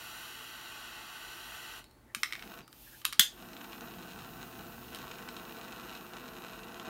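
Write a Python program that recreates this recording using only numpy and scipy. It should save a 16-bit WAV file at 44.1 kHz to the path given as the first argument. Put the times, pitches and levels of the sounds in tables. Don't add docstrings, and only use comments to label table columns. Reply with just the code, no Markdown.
import sys
import numpy as np
from scipy import signal
from scipy.fft import rfft, irfft, next_fast_len
from scipy.io import wavfile
from scipy.ndimage import uniform_filter1d, minimum_filter1d, map_coordinates

SR = 44100
rng = np.random.default_rng(int(sys.argv[2]) if len(sys.argv) > 2 else 0)


def wav_out(sig):
    wavfile.write(sys.argv[1], SR, np.round(np.clip(np.atleast_2d(sig).T, -1, 1) * 32767).astype(np.int16))


N = 303974
T = np.arange(N) / SR


def amp(db):
    return 10 ** (np.asarray(db) / 20)


def unit(x):
    return x / np.sqrt(np.mean(x ** 2) + 1e-20)


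def along(points, hz):
    f, v = np.transpose(points)
    return np.interp(np.log(hz + 1), np.log(f + 1), v)


def curve(points, s):
    return np.interp(s, *np.transpose(points))


def wobble(rate):
    knots = rng.standard_normal(int(N * rate / SR) + 4)
    return map_coordinates(knots, [T * rate])


def ramp(start, rise):
    return np.clip((T - start) / rise, 0, 1)


def release(stop, t60):
    return np.exp(-np.log(1000) * np.maximum(T - stop, 0) / t60)


def strike(t, rise, t60):
    return (1 - np.exp(-t / rise)) * np.exp(-np.log(1000) * t / t60)


def swell(s, length):
    return np.exp(-.5 * ((T - s) / length) ** 2)


def bells(peaks, hz):
    return sum(db / (1 + (2 * (hz - centre) / width) ** 2) for centre, width, db in peaks)


def comb(echoes, hz, dull_hz=9000):
    reflected = sum(g * np.exp(-2j * np.pi * hz * ms / 1000) for ms, g in echoes)
    gain = abs(1 + reflected / np.sqrt(1 + (hz / dull_hz) ** 2))
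    return 20 * np.log10(unit(gain) + 1e-3)


def coloured(x, db_of):
    m = 2 * next_fast_len(len(x) // 2 + 4096)
    gain = amp(db_of(np.fft.rfftfreq(m, 1 / SR)))
    cepstrum = irfft(np.log(gain + 1e-6), m)
    cepstrum[1:m // 2] *= 2
    cepstrum[m // 2 + 1:] = 0
    return irfft(rfft(x, m) * np.exp(rfft(cepstrum)), m)[:len(x)]


def noise(spectrum):
    return unit(coloured(rng.standard_normal(N), lambda hz: along(spectrum, hz)))


def narrow(centre_hz, width_hz):
    lowpass = signal.butter(2, width_hz / 2, fs=SR, output="sos")
    band = signal.sosfilt(lowpass, rng.standard_normal((2, N)))
    phase = 2 * np.pi * np.cumsum(centre_hz * np.ones(N)) / SR
    return unit(band[0] * np.cos(phase) + band[1] * np.sin(phase))


def burst(t, rise, t60):
    x = rng.standard_normal(len(t)) * strike(t, rise, t60)
    ripple_db = 20 * np.log10(abs(rfft(x)) + 1e-3)
    ripple_hz = np.fft.rfftfreq(len(t), 1 / SR)
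    x = coloured(x, lambda hz: -.25 * np.interp(hz, ripple_hz, ripple_db))
    return x / np.linalg.norm(x)


def add(track, s, sound):
    part = track[round(s * SR):][:len(sound)]
    part += sound[:len(part)]


# (f/Hz, width/Hz, level/dB)
ROOM_PEAKS = [(208, 45, 1), (295, 39, -5.5), (359, 55, 4.5), (405, 40, -10.5), (461, 49, 3), (624, 60, 3),
              (885, 100, 9.5), (980, 55, -5.5), (1523, 140, 5.5), (1670, 106, -6.5), (1990, 250, 5),
              (3780, 51, 7), (4030, 55, 6)]


def over_table(x, echoes):
    return coloured(x, lambda hz: comb(echoes, hz) + bells(ROOM_PEAKS, hz))


# (f/Hz, t60/s)
ROOM_DECAY = [(200, 0.26), (1500, 0.19), (4000, 0.24), (9000, 0.2), (16000, 0.14)]


def in_room(x, wet_db, wall_ms=12, wall_db=-9):
    hz, t, z = signal.stft(rng.standard_normal(SR // 3), SR, nperseg=256)
    fade = amp(-60 * t / along(ROOM_DECAY, hz)[:, None])
    tail = signal.istft(z * fade, SR, nperseg=256)[1]
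    tail *= np.clip(np.arange(len(tail)) / SR / 0.0026 - 1, 0, 1)
    tail /= np.linalg.norm(tail)
    tail[round(wall_ms * SR / 1000)] += amp(wall_db)
    return x + amp(wet_db) * signal.fftconvolve(x, tail)[:len(x)]


# (f/Hz, level/dB per Hz)
JET_ROAR_SPECTRUM = [(88, -48), (150, -17), (449, -6), (571, -13), (643, -5), (1520, -4.5), (2330, -7),
                     (2860, -3), (3630, -5.5), (3950, -9), (9000, -20.5), (11700, -43), (19800, -120)]
JET_HISS_SPECTRUM = [(3530, -38), (6000, -3.5), (6300, -10), (6930, 0.5), (7800, -14), (8400, -5.5),
                     (10500, -3.5), (11300, -0.5), (16000, -4.5)]
# (t/s, level/dB)
JET_HISS_LEVEL = [(0.0, -56.5), (0.132, -55.5), (0.564, -58.5), (1.046, -60), (1.566, -57), (1.78, -58.5)]
# (delay/ms, strength)
JET_TABLE_ECHOES = [(0.697, 0.47), (1.04, 0.057), (1.52, 0.15), (2.7, 0.11)]
JET_OUT_S, JET_T60_S, JET_ROAR_DB = 1.792, 0.13, -49.5


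def jet(hiss_db=3):
    roar = amp(JET_ROAR_DB + 0.44 * wobble(24.9)) * noise(JET_ROAR_SPECTRUM)
    hiss = amp(hiss_db + curve(JET_HISS_LEVEL, T)) * noise(JET_HISS_SPECTRUM)
    burning = (roar + hiss) * release(JET_OUT_S, JET_T60_S)
    return in_room(over_table(burning, JET_TABLE_ECHOES), wet_db=-12.0)


# (f/Hz, level/dB per Hz)
AIR_SPECTRUM = [(20, -33), (45, 7), (65, -1.5), (90, -6.5), (170, -8), (260, -3), (330, -3), (480, -12.5),
                (800, -13), (1300, -15.5), (2500, -24), (5000, -30), (16000, -29)]
AIR_DB = -61.5


def room_tone(hum_hz=120, hum_db=-70.5, room_share=0.55):
    air = coloured(noise(AIR_SPECTRUM), lambda hz: room_share * bells(ROOM_PEAKS, hz))
    hum = unit(np.sin(2 * np.pi * hum_hz * T))
    return amp(AIR_DB) * unit(air) + amp(hum_db + 1.8 * wobble(2.1)) * hum


# (t/s, f/Hz, level/dB before its fade)
PIPE_BLEEDS = [(1.82, 4350, -69), (2.61, 4720, -66.5)]
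BLEED_WIDTH_HZ, BLEED_RISE_S, BLEED_T60_S = 350, 0.02, 0.81


def bleeds():
    out = np.zeros(N)
    for s, hz, db in PIPE_BLEEDS:
        envelope = ramp(s, BLEED_RISE_S) * release(s, BLEED_T60_S)
        out += amp(db) * envelope * narrow(hz, BLEED_WIDTH_HZ)
    return out


# (t/s, level/dB before crack_db, peak f/Hz, treble corner f/Hz)
SHARP_CLICKS = [(1.8415, -28, 3600, 9000), (1.9107, -39, 3600, 16000), (2.1477, -5.5, 2360, 10500),
                (2.2323, 3, 2160, 5600), (2.307, -18, 1500, 3480), (2.324, -9, 2030, 5350),
                (2.3326, -11.5, 2300, 4800), (2.352, -14, 1900, 4500), (2.3614, -25, 2300, 5000),
                (2.393, -18, 2200, 4000), (2.4237, -15, 2800, 4000), (2.678, -29.5, 1300, 18200),
                (2.7278, -27, 3600, 16000), (3.0157, -25, 3200, 6000), (3.047, -16.5, 1400, 6000),
                (3.0515, 0.5, 3450, 20000), (3.126, -12, 1300, 15000), (3.1304, -10.5, 3680, 8000),
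                (4.947, -15, 3770, 10000), (4.958, -22, 3800, 11000)]
# (f/Hz, level/dB)
CLICK_TILT = [(1000, 2.5), (16000, -3.5)]
# (f/Hz, width/Hz, level/dB)
CASE_PEAKS = [(1220, 130, 4.5), (2220, 130, 5.5), (2680, 200, 3.5), (3120, 190, 5), (3880, 240, 6),
              (5300, 440, 7), (6200, 510, -3), (8900, 880, 5), (11600, 930, 7)]
# (t/s, delay/ms)
HANDLE_ECHO_DELAY = [(2.15, 0.71), (2.23, 0.525), (2.43, 0.496), (2.68, 0.65), (3.13, 0.7)]
CLICK_PEAK_WIDTH_HZ, CLICK_PEAK_DB = 960, 7.5


def case_colour(hz, low_hz):
    bass_loss = -10 * np.log10(1 + (low_hz / np.maximum(hz, 700)) ** 14)
    return along(CLICK_TILT, hz) + bells(CASE_PEAKS, hz) + bass_loss


def clicks(low_hz=1100, crack_db=-1, echo=0.27):
    out, t = np.zeros(N), np.arange(SR // 3) / SR
    for s, db, pitch_hz, corner_hz in SHARP_CLICKS:
        peak = [(pitch_hz, CLICK_PEAK_WIDTH_HZ, CLICK_PEAK_DB)]
        table = [(curve(HANDLE_ECHO_DELAY, s), echo)]

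        def colour(hz):
            soft = -10 * np.log10(1 + (hz / corner_hz) ** 4)
            return case_colour(hz, low_hz) + soft + bells(peak, hz) + comb(table, hz)

        crack = coloured(burst(t, rise=0.00056, t60=0.014), colour)
        add(out, s, in_room(amp(db + crack_db) * crack, wet_db=-8.5))
    return out


# (t/s, f/Hz, length/s, level/dB)
FINGER_SCUFFS = [(2.101, 1870, .016, -63.5), (2.88, 1750, 0.01, -58), (2.938, 1670, 0.022, -58.5)]


def scuffs(width_hz=260):
    return sum(amp(db) * swell(s, length) * narrow(hz, width_hz) for s, hz, length, db in FINGER_SCUFFS)


# (t/s, f/Hz)
WHISTLE_PITCH = [(2.58, 14200), (2.8, 13400), (3.0, 13300), (3.5, 14000), (4.6, 14450), (5.5, 14300),
                 (6.1, 13800), (6.8, 13400)]
# (multiple of its centre, width/Hz, level/dB)
WHISTLE_STRANDS = [(1.083, 300, -10), (1.04, 350, -7), (1, 450, -3), (0.935, 350, -8), (0.9, 400, -7),
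                   (0.828, 400, -9), (0.76, 400, -15.5), (0.64, 370, -14.5)]
# (opens t/s, shuts t/s, rise/s, level/dB at the rest pitch)
TRIGGER_PRESSES = [(2.14, 2.595, 0.06, -58.5), (2.68, 3.015, 0.14, -53), (3.17, 6.95, 0.26, -57)]
# (f/Hz, level/dB per Hz)
GAS_SPECTRUM = [(1500, -28), (2600, -7.5), (3600, -10.5), (4700, -11.5), (5400, -12), (7000, -12.5),
                (8200, -17), (8700, -12), (10400, -16), (11500, -16.5), (13500, -13.5), (16000, -12)]
VALVE_T60_S = 0.059
WHISTLE_REST_HZ, GAS_DB_PER_OCTAVE = 14150, 34


def gas(whistle_db=-6, hiss_db=-3, waver=.006):
    pitch = curve(WHISTLE_PITCH, T)
    valve = sum(amp(db) * ramp(opens, rise) * release(shuts, VALVE_T60_S)
                for opens, shuts, rise, db in TRIGGER_PRESSES)
    flow = valve * amp(GAS_DB_PER_OCTAVE * np.log2(pitch / WHISTLE_REST_HZ))
    centre = pitch * (1 + waver * wobble(5))
    whistle = sum(amp(db + 2.3 * wobble(8.3)) * narrow(multiple * centre, width)
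                  for multiple, width, db in WHISTLE_STRANDS)
    hiss = noise(GAS_SPECTRUM)
    return in_room(flow * (amp(whistle_db) * whistle + amp(hiss_db) * hiss), wet_db=-6.5)


# (t/s, level/dB, f/Hz, t60/s)
LOW_THUMPS = [(2.168, -42, 223, 0.061), (2.605, -45, 140, 0.065), (3.196, -29.5, 178, 0.041)]


def thumps():
    out, t = np.zeros(N), np.arange(SR // 4) / SR
    for s, db, hz, t60 in LOW_THUMPS:
        add(out, s, amp(db) * np.sin(2 * np.pi * hz * t) * strike(t, rise=0.0008, t60=t60))
    return out


def crackle(rate, spread_db):
    chance, size = rng.random(N), rng.standard_normal(N)
    return (chance < rate / SR) * amp(spread_db * np.minimum(size, 1.7))


# (t/s, level/dB before POP_GAIN_DB)
FLAME_POPS = [(2.4755, -38), (2.589, -38), (3.5323, -35), (3.5668, -35.5), (3.614, -36.5), (3.731, -34.5),
              (3.8085, -32), (4.4289, -32.5), (4.9877, -35), (5.1148, -37), (5.2882, -29), (5.3662, -30),
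              (5.9506, -34.5), (6.7976, -31)]
# (f/Hz, level/dB)
POP_COLOUR = [(40, -71), (200, -14), (800, -3.5), (1600, 1), (2200, -4), (2700, 3.5), (4000, -3),
              (5000, -7), (7000, -9.5), (11000, -23), (16000, -33)]
POP_GAIN_DB, POP_T60_S = 17.5, 0.005


def flame_pops():
    out, t = np.zeros(N), np.arange(SR // 50) / SR
    for s, db in FLAME_POPS:
        add(out, s, amp(db + POP_GAIN_DB) * burst(t, rise=0.00032, t60=POP_T60_S))
    return coloured(out, lambda hz: along(POP_COLOUR, hz))


# (lit t/s, out t/s, build-up/s)
FLAME_BURNS = [(2.254, 2.604, 0.27), (3.267, 6.95, 0.18)]
# (t/s, length/s, level/dB)
FLAME_SURGES = [(3.857, 0.022, 2.5), (4.847, 0.029, -3.5), (6.08, 0.022, -3), (6.89, 0.025, 5.5)]
# (f/Hz, level/dB per Hz)
FLUTTER_SPECTRUM = [(41, -50), (70, -16), (91, -26), (200, -2), (457, -3.5), (577, -28), (639, -5),
                    (800, -7.5), (1040, -31), (1760, -120)]
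RUMBLE_SPECTRUM = [(20, -37), (45, 2.5), (90, -5), (170, 1.5), (260, -11), (600, -56)]
# (f/Hz, level/dB)
RASP_COLOUR = [(40, -75), (300, -16.5), (700, 0), (1400, 2.5), (1900, -1), (2200, -16), (2650, -3.5),
               (3800, -23), (5000, -21.5), (7000, -24.5), (10000, -47), (16000, -35)]
# (delay/ms, strength)
FLAME_TABLE_ECHOES = [(.29, .15), (.75, .33), (1.43, -0.11), (1.7, 0.12), (2.33, -0.11), (3.31, -0.22)]
FLAME_T60_S, FLUTTER_DB, RASP_DB = 0.12, -53.5, -54.5
RUMBLE_FROM_S, RUMBLE_RISE_S, RUMBLE_T60_S, RUMBLE_DB = 3.56, 0.55, 2.2, -61.5
ON_WIRE_S, SETTLE_S, ON_WIRE_RASP_DB, ON_WIRE_FLUTTER_DB = 4.9, 0.08, 2.5, 1


def flame():
    surge_db = sum(db * swell(s, length) for s, length, db in FLAME_SURGES)
    lit = sum(ramp(start, build) * release(out, FLAME_T60_S) for start, out, build in FLAME_BURNS)
    burning = amp(surge_db) * lit
    on_wire = ramp(ON_WIRE_S, SETTLE_S)
    unrest = wobble(70)
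    flutter_level = burning * amp(FLUTTER_DB + ON_WIRE_FLUTTER_DB * on_wire + 0.92 * unrest)
    rasp_level = burning * amp(RASP_DB + ON_WIRE_RASP_DB * on_wire + unrest)
    rumble_level = amp(RUMBLE_DB) * ramp(RUMBLE_FROM_S, RUMBLE_RISE_S) * release(ON_WIRE_S, RUMBLE_T60_S)
    low = flutter_level * noise(FLUTTER_SPECTRUM) + rumble_level * noise(RUMBLE_SPECTRUM)
    fine = unit(coloured(crackle(rate=2500, spread_db=5.5), lambda hz: along(RASP_COLOUR, hz)))
    coarse = unit(coloured(crackle(rate=220, spread_db=6), lambda hz: along(POP_COLOUR, hz)))
    sputter = rasp_level * (amp(-1.5) * fine + amp(-5) * coarse)
    return in_room(over_table(low + sputter + flame_pops(), FLAME_TABLE_ECHOES), wet_db=-9.5)


# (f/Hz, level/dB)
SNAP_SPECTRUM = [(100, -33), (700, -18.5), (1150, -11), (1700, 2), (2000, 0), (2450, -4.5), (3000, 3.5),
                 (3350, 12.5), (3750, -1.5), (4200, 0), (5000, 0), (8800, -1), (10800, -4.5), (13000, 0.5),
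                 (16000, -7)]
# (f/Hz, level/dB, t60/s)
HAMMER_MODES = [(3130, -7, 0.1), (3340, -4, 0.11), (3380, -1, 0.074), (3410, -6.5, 0.18), (3540, -5, 0.2),
                (4130, -9, 0.13), (4700, -19, 0.11)]


def snap(s=3.1944, crack_db=15.0, ring_db=-19):
    out, t = np.zeros(N), np.arange(SR // 2) / SR
    crack = coloured(burst(t, rise=0.00049, t60=0.024), lambda hz: along(SNAP_SPECTRUM, hz))
    ring = np.zeros(len(t))
    for hz, db, t60 in HAMMER_MODES:
        mode = np.sin(2 * np.pi * (hz * t + rng.random()))
        ring += amp(db) * mode * strike(t, 0.00044, t60)
    add(out, s, in_room(amp(crack_db) * crack, wet_db=-8.5) + amp(ring_db) * ring)
    return out


def scene():
    steady = jet() + bleeds() + gas() + flame()
    brief = clicks() + scuffs() + thumps() + snap()
    return (steady + brief + room_tone())[None]


TOP_HZ = 15850


def record(dry):
    needed = np.minimum(1, .76 / (abs(dry) + 1e-9))
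    limited = dry * uniform_filter1d(minimum_filter1d(needed, size=61), size=61)
    m = next_fast_len(N + SR // 10)
    edge = np.clip((TOP_HZ - np.fft.rfftfreq(m, 1 / SR)) / 200 + .5, 0, 1)
    return irfft(rfft(limited, m) * edge, m)[:, :N]


dry = scene()
out = record(dry)
wav_out(out)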